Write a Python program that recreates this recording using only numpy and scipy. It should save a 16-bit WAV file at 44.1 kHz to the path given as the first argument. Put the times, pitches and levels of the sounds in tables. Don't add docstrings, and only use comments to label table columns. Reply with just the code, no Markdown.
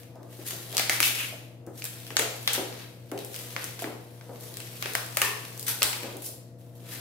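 import sys
import numpy as np
from scipy import signal
from scipy.io import wavfile
from scipy.ndimage import uniform_filter1d

SR = 44100
rng = np.random.default_rng(int(sys.argv[2]) if len(sys.argv) > 2 else 0)


def boost_factor(decibels):
    exponent = np.asarray(decibels, float) / 20
    return 10 ** exponent


def bounce(signal):
    frames = np.transpose(np.atleast_2d(signal))
    limited = np.clip(frames, -1, 1)
    pcm = np.round(limited * 32767).astype(np.int16)
    wavfile.write(sys.argv[1], SR, pcm)


N = 309042


def evened(x):
    return x / np.sqrt(np.mean(x ** 2) + 1e-20)


def unit(x):
    return x / np.linalg.norm(x, axis=-1, keepdims=True)


def peaked(x):
    return x / np.sqrt(uniform_filter1d(x ** 2, size=176).max() + 1e-20)


def read(points, hz):
    f, value = np.transpose(points)
    return np.interp(np.log(hz + 1), np.log(f + 1), value)


def curve(table):
    s, *columns = np.transpose(table)
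    return [np.interp(np.arange(N) / SR, s, c) for c in columns]


def add(mix, s, sound):
    part = mix[round(s * SR):][:len(sound)]
    part += sound[:len(part)]


def band(x, lo_hz, hi_hz):
    return signal.sosfilt(signal.butter(3, [lo_hz, hi_hz], "bandpass", fs=SR, output="sos"), x)


def ring(x, hz, width):
    return signal.lfilter(*signal.iirpeak(hz, hz / width, SR), x)


# t/s, level/dB
PUMP_LOAD = [(0.0, -49), (0.97, -45), (1.65, -48), (2.2, -46), (3.14, -48.5), (3.55, -45.5), (4.17, -48.5),
             (4.56, -46), (5.98, -46), (6.28, -49), (7.0, -45.5)]
# multiple of the hum pitch, level/dB
HARMONICS = [(1.5, -13.5), (2, -14.5), (2.92, -18), (4, -14), (5, -26.5), (5.6, -18)]
# f/Hz, modulation depth
THROB = [(7, 0.11), (13.4, 0.11)]


def pump():
    t, hum_hz = np.arange(N) / SR, 120
    turns = 2 * np.pi * hum_hz * t
    throb = 1 + sum(depth * np.sin(2 * np.pi * hz * t + rng.uniform(0, 4.5)) for hz, depth in THROB)
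    tone = throb * np.sin(turns)
    tone = tone + sum(boost_factor(db) * np.sin(k * turns + rng.uniform(0, 6.02)) for k, db in HARMONICS)
    return np.sqrt(2) * boost_factor(curve(PUMP_LOAD)[0]) * tone


# f/Hz, level per Hz/dB
AIR_SPECTRUM = [(15, -76), (25, -43.5), (124, -5), (214, -16.5), (330, -6.5), (399, -26.5), (483, -10.5),
                (1150, -34), (1880, -34), (2820, -48), (12600, -45.5), (15200, -51), (16500, -55)]
# f/Hz, coherence (0 to 1)
COHERENCE = [(60, .95), (250, .9), (700, .5), (1500, .1), (15000, .0)]


def air():
    frames, hz, level_db = N // 512 + 5, np.fft.rfftfreq(2048, 1 / SR), -53.5
    a, b, c, d = rng.standard_normal((frames, 1025, 4)).T
    same = np.clip(read(COHERENCE, hz), -1, 1)[:, None]
    left = a + 1j * b
    right = same * left + np.sqrt(1 - same ** 2) * (c + 1j * d)
    z = np.array([left, right]) * boost_factor(read(AIR_SPECTRUM, hz))[:, None]
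    return boost_factor(level_db) * evened(signal.istft(z, nperseg=2048, noverlap=1536)[1][:, :N])


def strokes(s, db, fade_s, rise_share):
    t = np.arange(0, N + 64, 64) / SR
    late = (t - s[:, None]) / np.maximum(fade_s, 1 / 50)[:, None]
    fall = np.where(late > 0, late, -late / rise_share[:, None])
    power = boost_factor(2 * db[:, None] - 40 * fall).sum(axis=0)
    return np.interp(np.arange(N) / SR, t, power)


def tinted(x, points, unit_hz):
    hz, t, z = signal.stft(x, SR, nperseg=256)
    axis, db = np.transpose(points)
    place = (hz[:, None] + 1) / np.interp(t * SR, np.arange(N), unit_hz * np.ones(N))
    chance = rng.standard_normal((len(t), len(hz))).T
    patches = evened(uniform_filter1d(uniform_filter1d(chance, size=5, axis=0), size=8, axis=1))
    shape = boost_factor(np.interp(np.log(place), np.log(axis), db) + 1.5 * patches)
    return evened(signal.istft(z * shape, SR, nperseg=256)[1][:, :N])


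# t/s, level/dB
HANDLING = [(0, -49.5), (.17, -71), (.42, -46), (.7, -43.5), (1.15, -36), (1.35, -49), (1.65, -75),
            (1.9, -46.5), (2.6, -42.5), (3.08, -65), (3.45, -41), (4.05, -56), (4.3, -54.5), (4.7, -43),
            (5.4, -44), (6.1, -52), (6.5, -90), (7.0, -48)]
# peak t/s, level/dB, 20 dB fading time/s, coarseness/dB
TUGS = [(0.03, -61, -1, -3), (.33, -47, .08, -3.5), (.4, -50, -0.1, -9.5), (.51, -34.5, -0.0748, 4),
        (.75, -31, -0.05, -1), (.81, -33, 0.0758, 9), (.93, -26, 0.09, 0.5), (1.055, -18, 0.08, -10.5),
        (1.2, -29.5, 0.13, -3), (1.76, -49, 0.07, -7), (1.86, -35.5, -0.04, 3), (1.97, -49, -0.25, -18),
        (2.08, -44, -0.04, -3), (2.22, -29, 0.0458, 5), (2.489, -34, -0.01, 8), (2.536, -21, 0.02, -22),
        (2.555, -26, 0.02, 6), (2.46, -39, -0.27, -12), (2.8, -46.5, 0.16, 6), (3.2, -52, 0.5, 0),
        (3.35, -36.5, 0.09, -6), (3.62, -39, 0.17, 3), (3.83, -33, 0.02, -3), (4.45, -41.5, 0.16, -6),
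        (4.6, -50, -1.9, -10), (4.81, -46.5, -0.8, -8), (4.9, -36.5, 0.23, -3), (5.15, -35.5, 0.02, -9),
        (5.25, -28.5, 0.09, -15), (5.73, -53, 0.3, -6.5), (5.86, -31.5, 0.28, -11),
        (6.05, -50.5, 0.28, 9.5), (6.264, -30, 0.08, -24), (6.93, -35.5, 0.16, -2)]
# peak t/s, level/dB, 20 dB fading time/s, coarseness/dB
JERKS = [(0.465, -30.5, 0.18, -7), (1.15, -27, -0.02, -20), (1.779, -39, 0.18, -7), (3.176, -46, -0.1, -8),
         (6.222, -34.5, 0.1, -20), (3.796, -31, 0.04, -4.5), (5.667, -24.5, 0.03, -7.5),
         (5.682, -20.5, 0.0576, -6.5), (5.69, -22.5, 0.08, -7), (6.59, -56.5, 0.3, -7),
         (6.755, -54, 0.2, -13)]
# peak t/s, level/dB, 20 dB fading time/s
SLIDES = [(.2, -41.5, 0.3), (.47, -45, 0.1), (.75, -37.5, 0.3), (1.01, -31.5, -0.06), (1.14, -49.5, 1),
          (1.7, -43, 0.16), (2.21, -38, -0.13), (2.6, -32.5, 0.26), (2.52, -36.5, 0.13), (2.8, -46, -0.2),
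          (3.2, -44, 0.3), (3.6, -44.5, 0.3), (3.868, -30.5, 0.16), (4.35, -42, 0.6), (4.9, -44, -0.5),
          (5.23, -34.5, 0.04), (5.685, -46, 1.1), (5.86, -37.5, 0.16), (6.05, -32, 0.22), (6.95, -44, 0.7)]
# f/Hz, level per Hz/dB
FINE_CREASES = [(1470, -15), (2500, -3.5), (3460, 6), (8910, 13.5), (13100, 16.5), (16000, 12),
                (16500, 3.5)]
# f/Hz, level per Hz/dB
SCRAPE = [(600, -15), (1100, -4), (1800, 0), (2600, -1), (4000, -3.5), (6000, -13.5), (9000, -40)]
# t/s, level/dB, f/Hz
STRIP = [
    (.89, -86.5, 1900),
    (.903, -37, 2040),
    (.95, -39.5, 2170),
    (.995, -65, 2300),
    (1.035, -29, 2660),
    (1.14, -57, 2560),
    (1.21, -35, 2550),
    (1.3, -60, 2600),
    (1.45, -99.5, 2700),
]
# multiple of its pitch, level/dB
STRIP_BAND = [(.5, -40), (.75, -14), (.9, -3), (1, 0), (1.15, -4), (1.4, -12), (2, -40)]


def rustle():
    (busy_db,), (s, db, fade_s, coarse_db) = curve(HANDLING), np.transpose(TUGS + JERKS)
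    busy = boost_factor(busy_db) ** 2
    rise = np.repeat([0.63, 0.056], [len(TUGS), len(JERKS)])
    hiss = np.sqrt(strokes(s, db, fade_s, rise) + busy)
    scrape = np.sqrt(strokes(s, db + coarse_db, 1.09 * fade_s, rise) + busy * boost_factor(-3) ** 2)
    slide = np.sqrt(strokes(*np.transpose(SLIDES), np.full(len(SLIDES), .5)) + busy * boost_factor(-6) ** 2)
    strip_db, strip_hz = curve(STRIP)
    clumps = np.clip(evened(uniform_filter1d(rng.standard_normal(N), size=250)), -2, 2)
    size = boost_factor(1.7 * np.minimum(rng.exponential(1, (3, N)), 3) + 2.0 * clumps)
    struck = rng.random((3, N)) < 2000 / SR
    creases = evened(size * struck * rng.choice([-1., 1.], (3, N)))
    creases = creases + 0.38 * rng.standard_normal((3, N))
    ports = creases[0] + 2.0 * creases[1:]
    rub = evened(band(ring(rng.standard_normal(N), 390, 355), 200, 1220))
    film = boost_factor(-5) * hiss * tinted(ports, FINE_CREASES, 0.96)
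    film = film + boost_factor(-8.5) * scrape * tinted(ports, SCRAPE, 1.0)
    return film + boost_factor(strip_db) * tinted(ports, STRIP_BAND, strip_hz) + boost_factor(-9.5) * slide * rub


# f/Hz, 60 dB decay time/s
DECAY_TIMES = [(150, 0.37), (500, 0.76), (1700, 0.65), (4600, 0.63), (12000, 0.43)]


def walls(x):
    out, phase = np.zeros((2, N)), np.arange(N) / SR * 7.3
    slots = np.arange(120, SR - 12, 12)
    for k in range(3):
        taps = np.zeros((2, SR))
        at = slots + rng.integers(0, 12, (2, len(slots)))
        np.put_along_axis(taps, at, rng.choice([-1., 1.], at.shape), 1)
        hz, t, z = signal.stft(taps, SR, nperseg=256)
        low = np.exp(-(hz[:, None] / 450) ** 2)
        z[1] = low * z[0] + np.sqrt(1 - low ** 2) * z[1]
        tail = signal.istft(z * boost_factor(-60 * t / read(DECAY_TIMES, hz)[:, None]), SR, nperseg=256)[1]
        share = np.sqrt(2 / 3) * np.cos(phase + k * np.pi / 3)
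        out += signal.fftconvolve((share * x)[None], tail / np.linalg.norm(tail[0]), axes=1)[:, :N]
    return out


# t/s, level/dB, fold f/Hz, dull part level/dB, bright part level/dB
CRACKS = [(0.476, -38, 7500, -22.5, -2), (0.7689, -20, 4560, -12, -1), (0.7802, -21.5, 4430, -4, 2),
          (0.7958, -20.5, 2290, -26, -3), (0.8963, -15.5, 2000, -7.5, -5), (1.0034, -19, 2400, -4, 3.5),
          (1.029, -15, 2780, -11, -7), (1.8214, -32, 2450, -22, -11), (1.8418, -38, 2610, -8, 11),
          (2.168, -13, 6600, -7.5, -13), (2.1912, -29, 2580, 0, 8), (2.195, -23.5, 7540, -1, 0),
          (2.4761, -18, 3500, -3, -3.5), (2.4795, -30, 2950, -5, -20), (2.56, -28, 2320, -16, -16),
          (3.1158, -48.5, 1300, 11.5, 11), (3.5637, -31.5, 2120, 6.5, -7.5), (4.825, -27, 2760, -1.5, -5),
          (4.8581, -30, 2470, 1.5, -19), (4.952, -23, 1900, 3, 1.5), (5.1708, -23.5, 2430, 3.5, 6),
          (5.2174, -17, 2740, -3, 0.5), (5.8205, -19, 4400, -0.5, -8), (5.83, -15.5, 7650, -10.5, 1.5),
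          (5.93, -30.5, 2700, 0.5, -6)]
# t/s, level/dB, fold f/Hz, thinness/dB (treble up,
# body down)
TICKS = [(0.508, -32.5, 6500, 1), (0.7173, -45, 3200, 6), (0.7274, -37, 3220, 1), (1.6656, -57, 5960, 10.5),
         (1.7792, -61, 5400, 6), (1.853, -34.5, 7500, 6.5), (2.0014, -48, 3250, 4), (2.067, -42, 3100, -1),
         (2.105, -40, 2750, -12), (2.533, -46, 10400, 25), (2.7264, -43, 4770, -8), (3.1774, -40, 2850, -2),
         (3.248, -46.5, 7800, 14.5), (3.3435, -37, 4900, -4.5), (3.3621, -39, 3000, 7),
         (3.3903, -43, 3220, 7.5), (3.6423, -37.5, 6040, 10), (3.792, -37, 1830, -8.5),
         (3.8214, -39, 2400, 8), (3.8423, -38.5, 2100, -17), (4.211, -48, 1950, -10.5),
         (4.541, -42.5, 4200, 2.5), (4.5703, -34.5, 7600, 2.5), (4.6032, -37, 2800, -1),
         (4.9356, -42, 7500, 10), (5.163, -46, 7000, 10), (5.452, -39, 2800, 0.5),
         (5.5954, -41, 4940, 11.5), (5.6282, -42.5, 4570, 10), (6.1687, -52.5, 7200, 15.5),
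         (0.231, -53, 1800, -0.5), (4.843, -40, 2680, -2), (2.429, -47, 3100, 7),
               (3.1896, -41.5, 3960, 4), (4.292, -62.5, 1800, -8), (4.359, -49.5, 2200, -5),
               (4.409, -52.5, 4100, 12), (5.0627, -43, 1800, 6), (5.414, -53, 7500, 4),
               (5.577, -44.5, 7600, 7.5), (6.614, -61.5, 3650, 1), (6.665, -66.5, 5700, 3),
               (0.033, -51, 2500, -5), (0.156, -60, 5000, 3.5), (1.9671, -56, 11400, 8),
               (2.543, -37, 4000, 7), (2.577, -40, 3000, 0), (3.204, -46, 3300, 2), (5.61, -45.5, 8000, 7),
               (6.033, -36, 2500, -2), (6.1, -52, 3000, -10), (6.2036, -53, 4100, 5)]


def snaps():
    direct, feed, t = np.zeros((2, N)), np.zeros(N), np.arange(300) / SR
    click = np.eye(1, 400)[0]
    wide, dull, bright = [unit(band(click, *edges)) for edges in ((2540, 6600), (678, 2630), (6880, 15800))]
    spans = np.array([.0017, .00005, .0020, .0011])
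    # share thrown to the walls, dB
    rows = [row + (-4,) for row in CRACKS]
    rows += [(s, db, hz, -7.5 - thin, -1 + thin, -3) for s, db, hz, thin in TICKS]
    chance = rng.standard_normal((len(rows), 3, 300))
    for (s, db, hz, dull_db, bright_db, wall_db), z in zip(rows, chance):
        fold = unit(ring(click, hz, 0.2 * hz))
        colours = np.array([wide, fold, -dull, -bright])
        sizes = boost_factor(db + 20 + np.array([-5, -2, dull_db, bright_db]))
        for port in range(2):
            smears = (z[0] + 1.59 * z[1 + port]) * np.exp(-(t / spans[:, None]) ** 2)
            add(direct[port], s, sizes @ unit(signal.fftconvolve(colours, smears, axes=1)))
        add(feed, s, boost_factor(wall_db) * sizes @ colours)
    worktop_s, worktop_db = 0.0033, -13.5
    echo = np.roll(direct[::-1], round(worktop_s * SR), axis=1)
    return direct + boost_factor(worktop_db) * echo, feed


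# t/s, peak level/dB, f/Hz, scrabble length/s
BUMPS = [(0.158, -38.5, 606, 0.085), (0.391, -35.5, 336, 0.036), (0.531, -32.5, 347, 0.051),
         (0.735, -35, 660, 0.036), (0.797, -23.5, 656, 0.0069), (0.897, -26.5, 620, 0.02),
         (0.998, -37, 633, 0.04), (1.325, -35, 647, 0.047), (1.672, -30, 345, 0.028),
         (2.108, -34, 394, 0.094), (2.193, -23, 490, 0.059), (2.224, -29, 670, 0.11),
         (2.476, -43.5, 506, 0.049), (2.579, -20.5, 384, 0.033), (2.595, -23, 336, 0.031),
         (3.12, -23.5, 397, 0.052), (3.559, -38, 493, 0.063), (3.822, -25.5, 660, 0.015),
         (3.844, -24.5, 317, 0.029), (4.293, -32.5, 455, 0.039), (4.856, -31, 390, 0.059),
         (4.95, -29, 660, 0.022), (5.173, -29.5, 644, 0.012), (5.215, -28.5, 660, 0.035),
         (5.818, -26.5, 610, 0.013), (6.042, -29, 326, 0.039), (6.152, -33.5, 350, 0.02),
         (6.293, -42, 490, 0.03), (3.184, -36, 400, 0.0097), (3.221, -37, 416, 0.026),
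         (3.872, -29.5, 400, 0.027), (3.41, -37.5, 380, 0.037), (6.72, -46, 340, 0.053)]


def bumps():
    out, t = np.zeros(N), np.arange(6000) / SR
    chance = rng.standard_normal((len(BUMPS), 6000))
    for (s, db, hz, length), z in zip(BUMPS, chance):
        push = z * np.exp(-t / max(length, .003)) + 2.03 * np.exp(-t / 0.00032)
        patch = peaked(ring(push, hz, 98))
        body = peaked(band(push, 240, 840))
        spray = peaked(ring(push * np.exp(-t / 0.042), 1100, 840))
        add(out, s, boost_factor(db - 5.0) * peaked(patch + 0.41 * body + 0.14 * spray))
    return band(out, 120, 1680)


# t/s, level/dB
PUFFS = [
    (.78, -57),
    (.9, -59),
    (1.0, -58),
    (2.6, -57),
    (5.23, -50),
    (5.84, -47),
]


def puffs():
    out, t = np.zeros(N), np.arange(3000) / SR
    swell = np.exp(-((t - .025) / .013) ** 2)
    for s, db in PUFFS:
        add(out, s - .02, boost_factor(db + 8) * np.sin(2 * np.pi * 64 * t) * swell)
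    return out


# f/Hz, bandwidth/Hz, level/dB
PANEL_MODES = [(425, 110, -7), (1090, 190, -1), (1790, 150, 0), (2700, 240, -4)]
# t/s, level/dB, pitch factor set by the grip
KNOCKS = [
    (5.219, -29.5, 1.),
    (5.688, -46, .84),
]


def panel():
    out, t = np.zeros(N), np.arange(16000) / SR
    for s, db, grip in KNOCKS:
        rattle = rng.standard_normal(len(t)) * np.exp(-t / 0.068)
        modes = [boost_factor(d) * peaked(ring(ring(rattle, f * grip, w), f * grip, w)) for f, w, d in PANEL_MODES]
        add(out, s, boost_factor(db) * peaked(sum(modes)))
    return out


def scene():
    walls_db, left_db = 2.5, 1.0
    direct, feed = snaps()
    hands = bumps() + panel() + rustle()
    near = direct + hands
    near[1] = np.roll(near[1], 1)
    near[0] += puffs()
    hum = pump() * boost_factor(np.array([[.5], [-1.5]]))
    mix = near + boost_factor(walls_db) * walls(feed + .5 * hands[0]) + hum + air()
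    return mix * boost_factor(np.array([[left_db], [-left_db]]))


def top_cut(x):
    return signal.sosfilt(signal.butter(12, 16990, fs=SR, output="sos"), x)


def record(dry):
    thinned = signal.lfilter(*signal.butter(2, 55, "highpass", fs=SR), dry)
    limited = np.tanh(thinned / 1.3) * 1.3
    edge = signal.firwin(255, 15900, window=("kaiser", 5), fs=SR)
    mix = signal.oaconvolve(limited, edge[None], "same")
    return top_cut(mix)


dry = scene()
out = record(dry)
bounce(out)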